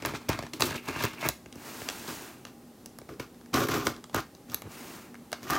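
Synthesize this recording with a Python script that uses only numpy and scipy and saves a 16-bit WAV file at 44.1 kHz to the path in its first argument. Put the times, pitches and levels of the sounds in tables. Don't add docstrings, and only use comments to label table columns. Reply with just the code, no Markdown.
import sys
import numpy as np
from scipy import signal
from scipy.fft import rfft, irfft
from scipy.io import wavfile
from scipy.ndimage import uniform_filter1d

SR = 44100
rng = np.random.default_rng(int(sys.argv[2]) if len(sys.argv) > 2 else 0)


def natural_amplitude(level_db):
    exponent = np.asarray(level_db, float) / 20
    return 10 ** exponent


def wrap_up_sound(samples):
    columns = np.atleast_2d(samples).T
    tamed = np.clip(columns, -1, 1)
    steps = np.round(tamed * 32767).astype(np.int16)
    wavfile.write(sys.argv[1], SR, steps)


N = 246078


def rms_one(x):
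    return x / np.sqrt(np.mean(x ** 2) + 1e-20)


def band(x, low_hz, high_hz):
    return signal.sosfilt(signal.butter(2, [low_hz, high_hz], "band", fs=SR, output="sos"), x)


def colour(x, spectrum):
    hz, db = np.transpose(spectrum)
    grid = np.maximum(np.arange(2049) * SR / 4096, 1)
    log_gain = np.log(natural_amplitude(np.interp(np.log(grid), np.log(hz), db)))
    cepstrum = irfft(log_gain)
    cepstrum[1:2048] *= 2
    cepstrum[2049:] = 0
    pulse = irfft(np.exp(rfft(cepstrum)))
    pulse /= np.sqrt(np.sum(pulse ** 2))
    return signal.fftconvolve(x, pulse)[:len(x)]


def body(x, modes, widen):
    out, power = 0, 0
    for k, (hz, width, db) in enumerate(modes):
        r = np.exp(-np.pi * width * widen / SR)
        a = [1, -2 * r * np.cos(2 * np.pi * hz / SR), r * r]
        b = np.array([1, 0, -1]) * (1 - r * r) / 2
        out = out + (-1) ** k * natural_amplitude(db) * signal.lfilter(b, a, x + 1e-18)
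        power += natural_amplitude(db) ** 2 * (1 - r * r) / 2
    return out / np.sqrt(power)


def drift(rate):
    r = np.exp(-2 * np.pi * rate / SR)
    noise = rng.standard_normal(N + SR)
    return rms_one(signal.lfilter([1], [1, -2 * r, r * r], noise)[SR:])


def slips(per_s, spread_db, lurch_db):
    sizes = natural_amplitude(spread_db * np.minimum(rng.exponential(1, N), 3)) * rng.choice([-1, 1], N)
    happens = rng.random(N) < per_s / SR
    lurches = natural_amplitude(lurch_db * (0.74 * drift(78) + 0.65 * drift(25)))
    return rms_one(sizes * happens * lurches)


TURNED_S = 1.5


def each_end(x, sound):
    later = np.arange(len(x)) > TURNED_S * SR
    return sound(x * ~later, 0) + sound(x * later, 1)


# f/Hz, level/dB (per Hz)
AIR_COLOUR = [(18, -60), (30, -16.5), (115, -11), (245, -5.5), (394, -11), (721, -20.5), (801, -14.5),
              (937, -25.5), (1040, -22), (1670, -29.5), (1910, -27.5), (2120, -31), (4780, -32.5),
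              (13700, -35), (16000, -36)]
AIR_DB = -52.5
HUM_HZ, HUM_WIDTH_HZ, HUM_DB = 239.7, 6.4, -56


def quiet():
    hum = body(rng.standard_normal(N), [(HUM_HZ, HUM_WIDTH_HZ, 0)], 0.53)
    hum = body(hum, [(HUM_HZ, 30, 0)], 0.44)
    air = colour(rng.standard_normal(N) * natural_amplitude(0.27 * drift(1.1)), AIR_COLOUR)
    return natural_amplitude(AIR_DB) * air + natural_amplitude(HUM_DB) * rms_one(hum)


ROOM_T60_S, ROOM_DB, WALL_CUT_HZ = 0.27, -20.5, 7900


def room(x):
    t = np.arange(SR // 2) / SR
    echoes = rng.standard_normal(len(t)) * natural_amplitude(-60 * t / ROOM_T60_S) * (t > .004)
    soften = signal.butter(1, [1200, WALL_CUT_HZ], "band", fs=SR, output="sos")
    echoes = signal.sosfilt(soften, echoes)
    return signal.fftconvolve(x, echoes / np.sqrt(np.sum(echoes ** 2)))[:N]


# t/s, level/dB
SLIDES = [
    [(1.5, -75), (1.58, -55), (1.67, -45.5), (1.76, -44.5), (2.02, -46), (2.12, -43), (2.28, -48),
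     (2.47, -74)],
    [(4.64, -77), (4.68, -62), (4.72, -49), (4.94, -48), (5.03, -54.5), (5.09, -63), (5.13, -72)],
]
# t/s, level/dB
CATCHES = [
    (1.578, -54),
    (1.668, -50),
    (1.916, -64),
    (2.102, -46),
    (4.64, -50.5),
    (4.668, -48),
    (4.72, -50),
    (4.947, -59),
    (5.13, -61),
]
CATCH_DB_PER_S, CATCH_RUMBLE_DB = 300, -4
RUMBLE_DB, RUMBLE_FOLLOWS = -46.5, 0.73
SHUDDER_DB, SETTLE_S = -13, 0.28


def turning():
    t, rub = np.arange(N) / SR, -150.
    for rows in SLIDES:
        s, db = np.transpose(rows)
        outside = 4000 * np.clip(s[0] - t, 0, 1) + 60 / SETTLE_S * np.clip(t - s[-1], 0, 9)
        rub = np.maximum(rub, np.interp(t, s, db) - outside)
    catch = np.max([db - CATCH_DB_PER_S * np.abs(t - s) for s, db in CATCHES], axis=0)
    rumble = RUMBLE_DB + RUMBLE_FOLLOWS * (rub + 46)
    table = np.maximum(rumble + SHUDDER_DB, catch)
    rumble = np.maximum(rumble, catch + CATCH_RUMBLE_DB)
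    return natural_amplitude(np.array([table, rumble, rub]))


# f/Hz, width/Hz, level/dB
THUD = [(62.3, 8.9, -2.5), (103, 43.6, 0), (150.2, 48.4, 0)]
# f/Hz, level/dB (per Hz)
RUMBLE_COLOUR = [(120, -31.5), (200, -2), (351, 0), (523, -11.5), (565, -7.5), (1110, -7), (1200, -8),
                 (2800, -12), (3640, -32), (6160, -120)]
# f/Hz, level/dB (per Hz)
HISS_COLOUR = [(1650, -21), (2800, -6.5), (3170, -3), (4060, -1.5), (6920, -2), (11800, -7), (14300, -2.5),
               (15200, -10), (16000, -1.5)]


def slide():
    thud, rumble, hiss = turning()
    rub = slips(6000, 4.0, 0.42)
    table = body(thud * rub, THUD, 0.52)
    grainy = colour(rumble * rub, RUMBLE_COLOUR)
    smooth = colour(hiss * slips(20000, 1.2, 0.93), HISS_COLOUR)
    return table + grainy + smooth


# t/s, level/dB
DRAG = [
    (.62, -60),
    (.78, -44),
    (.82, -62),
    (.87, -47),
    (1.03, -39.5),
    (1.11, -58),
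    (1.17, -56),
    (1.24, -40),
    (1.3, -72),
]
# f/Hz, width/Hz, level/dB
FLAP_EDGE = [(2130, 310, -3), (2745, 170, 0.5)]


def flap():
    s, db = np.transpose(DRAG)
    pressure = natural_amplitude(np.interp(np.arange(N) / SR, s, db, left=-150, right=-150))
    return body(pressure * slips(5000, 2.7, 4.6), FLAP_EDGE, 1)


# t/s, crack level/dB, rap on the cardboard level/dB, push on the walls level/dB
BREAKS = [(.0593, -20.5, -55, -60), (.2907, -18, -21, -13.5), (.299, -27, -37, -56), (.0675, -36, -40, -50),
          (.607, -16, -16.5, -49), (1.0377, -19, -17.5, -16), (1.052, -22, -22, -47),
          (1.261, -27, -22.5, -26), (1.2986, -28, -38, -35), (1.5565, -40, -41.5, -33.5),
          (3.5426, -25, -23.5, -15), (3.6873, -28, -23.5, -24), (3.742, -25, -28, -24),
          (4.1457, -19, -21.5, -24), (4.1634, -24, -38, -19.5), (4.519, -33, -51, -50),
          (4.537, -35, -47, -46), (5.3182, -33, -34, -38), (5.431, -39.5, -37, -47),
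          (5.5005, -38, -28, -30), (5.506, -18, -25, -34), (5.5340, -31, -27, -50)]
TEARS = [(.0232, -27, -32, -36), (.0500, -16, -17, -34), (.136, -47, -35, -27), (.033, -36, -40, -50),
         (.2168, -42, -39, -65), (.331, -27, -30, -51), (.3898, -21.5, -23.5, -28), (.425, -27, -33, -58),
         (.434, -36, -27.5, -28), (.466, -32, -34, -46), (.5348, -18, -35, -35), (.621, -4.5, -9, -22.5),
         (.7077, -22, -21, -27), (.7494, -41, -22.5, -26), (.886, -23.5, -28, -53),
         (.9604, -30, -24, -26.5), (1.0084, -30, -24, -33), (1.2286, -40, -28, -57),
         (3.091, -53, -38.5, -60), (3.198, -52, -25, -27.5), (3.8689, -13.5, -14.5, -20.5),
         (4.4982, -32, -51, -45), (5.3287, -18.5, -21.5, -55), (5.553, -21, -30, -37)]
TAPS = [(1.4596, -38, -35, -35), (1.5264, -29, -69, -44), (1.8183, -36, -31, -32), (1.888, -12, -29, -39),
        (1.8994, -19.5, -30.5, -49), (2.0793, -31, -30.5, -35), (2.4517, -26.5, -34.5, -49),
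        (3.016, -59, -38.5, -37), (3.138, -46, -48, -62), (3.345, -50, -50, -60), (3.412, -46, -48.5, -57),
        (3.46, -46, -47, -60), (3.964, -35, -46, -57), (4.041, -30, -31.5, -59), (4.0966, -43, -42, -59),
        (4.35, -40, -39.5, -59), (4.6526, -55, -61.5, -32.5), (4.6703, -55, -62, -32),
        (5.1434, -45, -36.5, -69), (5.1535, -43, -40, -58)]
PARTINGS = [
    (1.2878, -10, -24, -37.5),
    (2.8598, -30.5, -41, -45),
    (2.987, -35, -37, -48),
    (4.5448, -14, -28, -38),
    (4.6205, -35, -31, -52),
]
BREAK_TOP_DB, TEAR_TOP_DB, TAP_TOP_DB, PARTING_TOP_DB = -8, -28, -36, -6
BREAK_S, TEAR_S, TAP_S, PARTING_S = .0006, 0.0019, 0.00085, 0.00064


def contacts():
    kinds = [(BREAKS, BREAK_TOP_DB, BREAK_S), (TEARS, TEAR_TOP_DB, TEAR_S), (TAPS, TAP_TOP_DB, TAP_S),
             (PARTINGS, PARTING_TOP_DB, PARTING_S)]
    return [(*row, row[1] + top_db, length) for rows, top_db, length in kinds for row in rows]


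# f/Hz, width/Hz, level/dB
WALLS = [(254.7, 65.7, -0.5), (321.6, 62.3, 1.5), (416, 44.5, -1), (542, 60, -7)]
# f/Hz, width/Hz, level/dB
PANELS = [
    [(630, 179, 7), (912, 303, 8), (1360, 310, 7), (1647, 200, 5), (2195, 190, 4), (2380, 300, 4),
     (2660, 194, -1)],
    [(726, 156, 0), (1020, 177, 0.5), (1217, 188, 1.5), (1405, 128, 1.5), (1893, 367, -6), (2390, 430, -12),
     (2740, 270, -16.5)],
]
BOUNCE_S, BOUNCE_DB = 0.0018, -7.5


def snaps():
    t = np.arange(600) / SR
    crack, top, rap, push = np.zeros((4, N + len(t)))
    for s, crack_db, rap_db, push_db, top_db, length in contacts():
        signs = rng.choice([-1, 1], len(t))
        start = round(s * SR)
        at = slice(start, start + len(t))
        burst = signs * np.exp(-t / np.clip(length, 2e-4, 4e-3))
        burst[0] *= 2
        burst /= np.sqrt(np.sum(burst ** 2))
        crack[at] += natural_amplitude(crack_db + 14) * burst
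        top[at] += natural_amplitude(top_db + 20.5) * burst
        rap[at] += natural_amplitude(rap_db + 23.5) * burst
        push[at] += natural_amplitude(push_db + 1) * signs[0] * np.exp(-t / 0.00034)
    panels = each_end(rap, lambda x, end: body(x, PANELS[end], 2.14))
    direct = band(crack, 2260, 6610) - band(top, 10540, 17600) + panels
    bounce = natural_amplitude(BOUNCE_DB) * np.roll(direct, round(BOUNCE_S * SR))
    return (direct + bounce + body(push, THUD + WALLS, 1.73))[:N]


# start t/s, length t/s, force at start level/dB, force at end level/dB, lean on box level/dB #
CUTS = [(.002, .01, -46, -50, 3), (.021, 0.025, -43.5, -48, 7.5), (0.05, 0.07, -34.5, -41, 3.5),
        (0.137, 0.024, -39.5, -39, 2), (0.183, 0.085, -53, -54, 1), (0.287, .07, -34, -36, 0.5),
        (0.363, 0.12, -41.5, -53.5, 2), (0.534, 0.045, -39, -49, 1), (0.598, 0.17, -32.5, -38, -2),
        (0.818, 0.066, -61, -41, -7), (0.885, 0.035, -34, -43.5, 0),
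        (0.925, 0.127, -43.5, -29.5, -5.5), (1.04, 0.08, -26, -52.5, -5),
        (1.133, 0.018, -40, -52.5, -5), (1.158, 0.11, -51, -35, -3), (1.291, .012, -31, -48, -7),
        (1.88, 0.057, -45, -52, -24), (2.078, 0.023, -39, -42, -3), (2.468, 0.062, -52, -71, -35),
               (3.087, 0.041, -46.5, -48.5, 9), (3.197, 0.036, -36.5, -44.5, -0.5),
               (3.533, 0.11, -27, -31.5, 1.5), (3.655, .028, -36.5, -43.5, 1.5),
               (3.685, 0.064, -28.5, -29.5, 0), (3.75, 0.11, -30, -44.5, 0), (3.846, 0.021, -45, -35, -0.5),
               (3.878, 0.046, -32, -42, -4.5), (3.901, 0.075, -42, -55, 3), (4.130, .012, -49, -50, 0),
               (4.143, 0.042, -32, -31, -1), (4.482, 0.054, -54, -40, -1.5), (4.549, .04, -52, -58, -16),
               (5.335, 0.027, -41, -52.5, -17), (5.365, .05, -62, -55, -2), (5.42, .078, -48, -43, 1),
               (5.5, 0.096, -33.5, -33.5, -2.5)]
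BITE_S, LET_GO_S = .008, 0.12
THUD_LEAD_S = 0.0073
TAPE_DB, TAPE_LOSES = -5.5, 0.15
THUD_DB, THUD_GAINS = -4.5, 0.44
JOLT_DB, JOLT_S = 0.5, 0.043


def strokes():
    t, tracks = np.arange(N) / SR, -150.
    for s, length, start_db, end_db, lean_db in CUTS:
        force = np.interp(t, [s, s + length], [start_db, end_db])
        force -= 60 / BITE_S * np.clip(s - t, 0, 9)
        force -= 60 / LET_GO_S * np.clip(t - s - length, 0, 9)
        jolt = JOLT_DB * np.exp(-np.abs(t - s) / JOLT_S)
        table = force + THUD_DB + THUD_GAINS * lean_db + jolt
        tape = force + TAPE_DB - TAPE_LOSES * lean_db
        tracks = np.maximum(tracks, [table, force + lean_db, force, tape])
    tracks[0] = np.interp(t + THUD_LEAD_S, t, tracks[0])
    return natural_amplitude(tracks)


# f/Hz, level/dB (per Hz)
TAPE_COLOUR = [
    [(1650, -23.5), (2800, 1), (3100, 3), (6480, -4), (8930, -8.5), (12800, -10.5), (14100, -4),
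     (16000, -13)],
    [(1240, -27), (2100, -2), (2850, 0), (3940, -4), (6020, -4), (9060, -16.5), (14400, -8.5),
     (16000, -17.5)],
]
SLIPS_PER_S, SLIP_SPREAD_DB, LURCH_DB = 3000, 4.5, 1.5
WANDER_DB = 3


def blade():
    thud, boom, board, tape = strokes()
    train = slips(SLIPS_PER_S, SLIP_SPREAD_DB, LURCH_DB)
    rustle = 0.43 * train + 0.71 * slips(15000, 2.4, 3.8)
    wander = [natural_amplitude(WANDER_DB * drift(7.3)) for k in range(3)]
    table = body(thud * train, THUD, 1.0)
    walls = body(boom * train * wander[2], WALLS, 0.83)
    panels = 0
    for k in range(2):
        panels = panels + each_end(board * train * wander[k], lambda x, end: body(x, PANELS[end][k::2], 1))
    hiss = each_end(tape * rustle, lambda x, end: colour(x, TAPE_COLOUR[end]))
    dull = signal.sosfilt(signal.butter(2, 8500, fs=SR, output="sos"), hiss)
    bright = hiss - dull
    return table + walls + 0.57 * panels + dull * np.sqrt(wander[1]) + bright * wander[2]


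def scene():
    box = blade() + snaps() + slide() + flap()
    return np.tile(box + natural_amplitude(ROOM_DB + 6.5) * room(box) + quiet(), (2, 1))


def band_limit(x):
    return signal.sosfilt(signal.butter(12, 16530, fs=SR, output="sos"), x)


CHANNEL_HISS_DB, HISS_MASKED_DB, CUTOFF_HZ = -72.5, -56, 16500


def record(dry):
    treble = np.sqrt(uniform_filter1d(band(dry[0], 3700, 13000) ** 2, size=2048))
    hiss = natural_amplitude(CHANNEL_HISS_DB) * band(rng.standard_normal(N), 730, 20000)
    hiss = hiss * (treble < natural_amplitude(HISS_MASKED_DB))
    bass_cut = signal.butter(2, 45, "high", fs=SR, output="sos")
    dry = signal.sosfilt(bass_cut, dry)
    dry = .6 * np.tanh(dry / .6)
    top_cut = signal.cheby2(16, 60, CUTOFF_HZ, fs=SR, output="sos")
    mix = signal.sosfilt(top_cut, dry + hiss * [[1], [-1]])
    return band_limit(mix)


dry = scene()
out = record(dry)
wrap_up_sound(out)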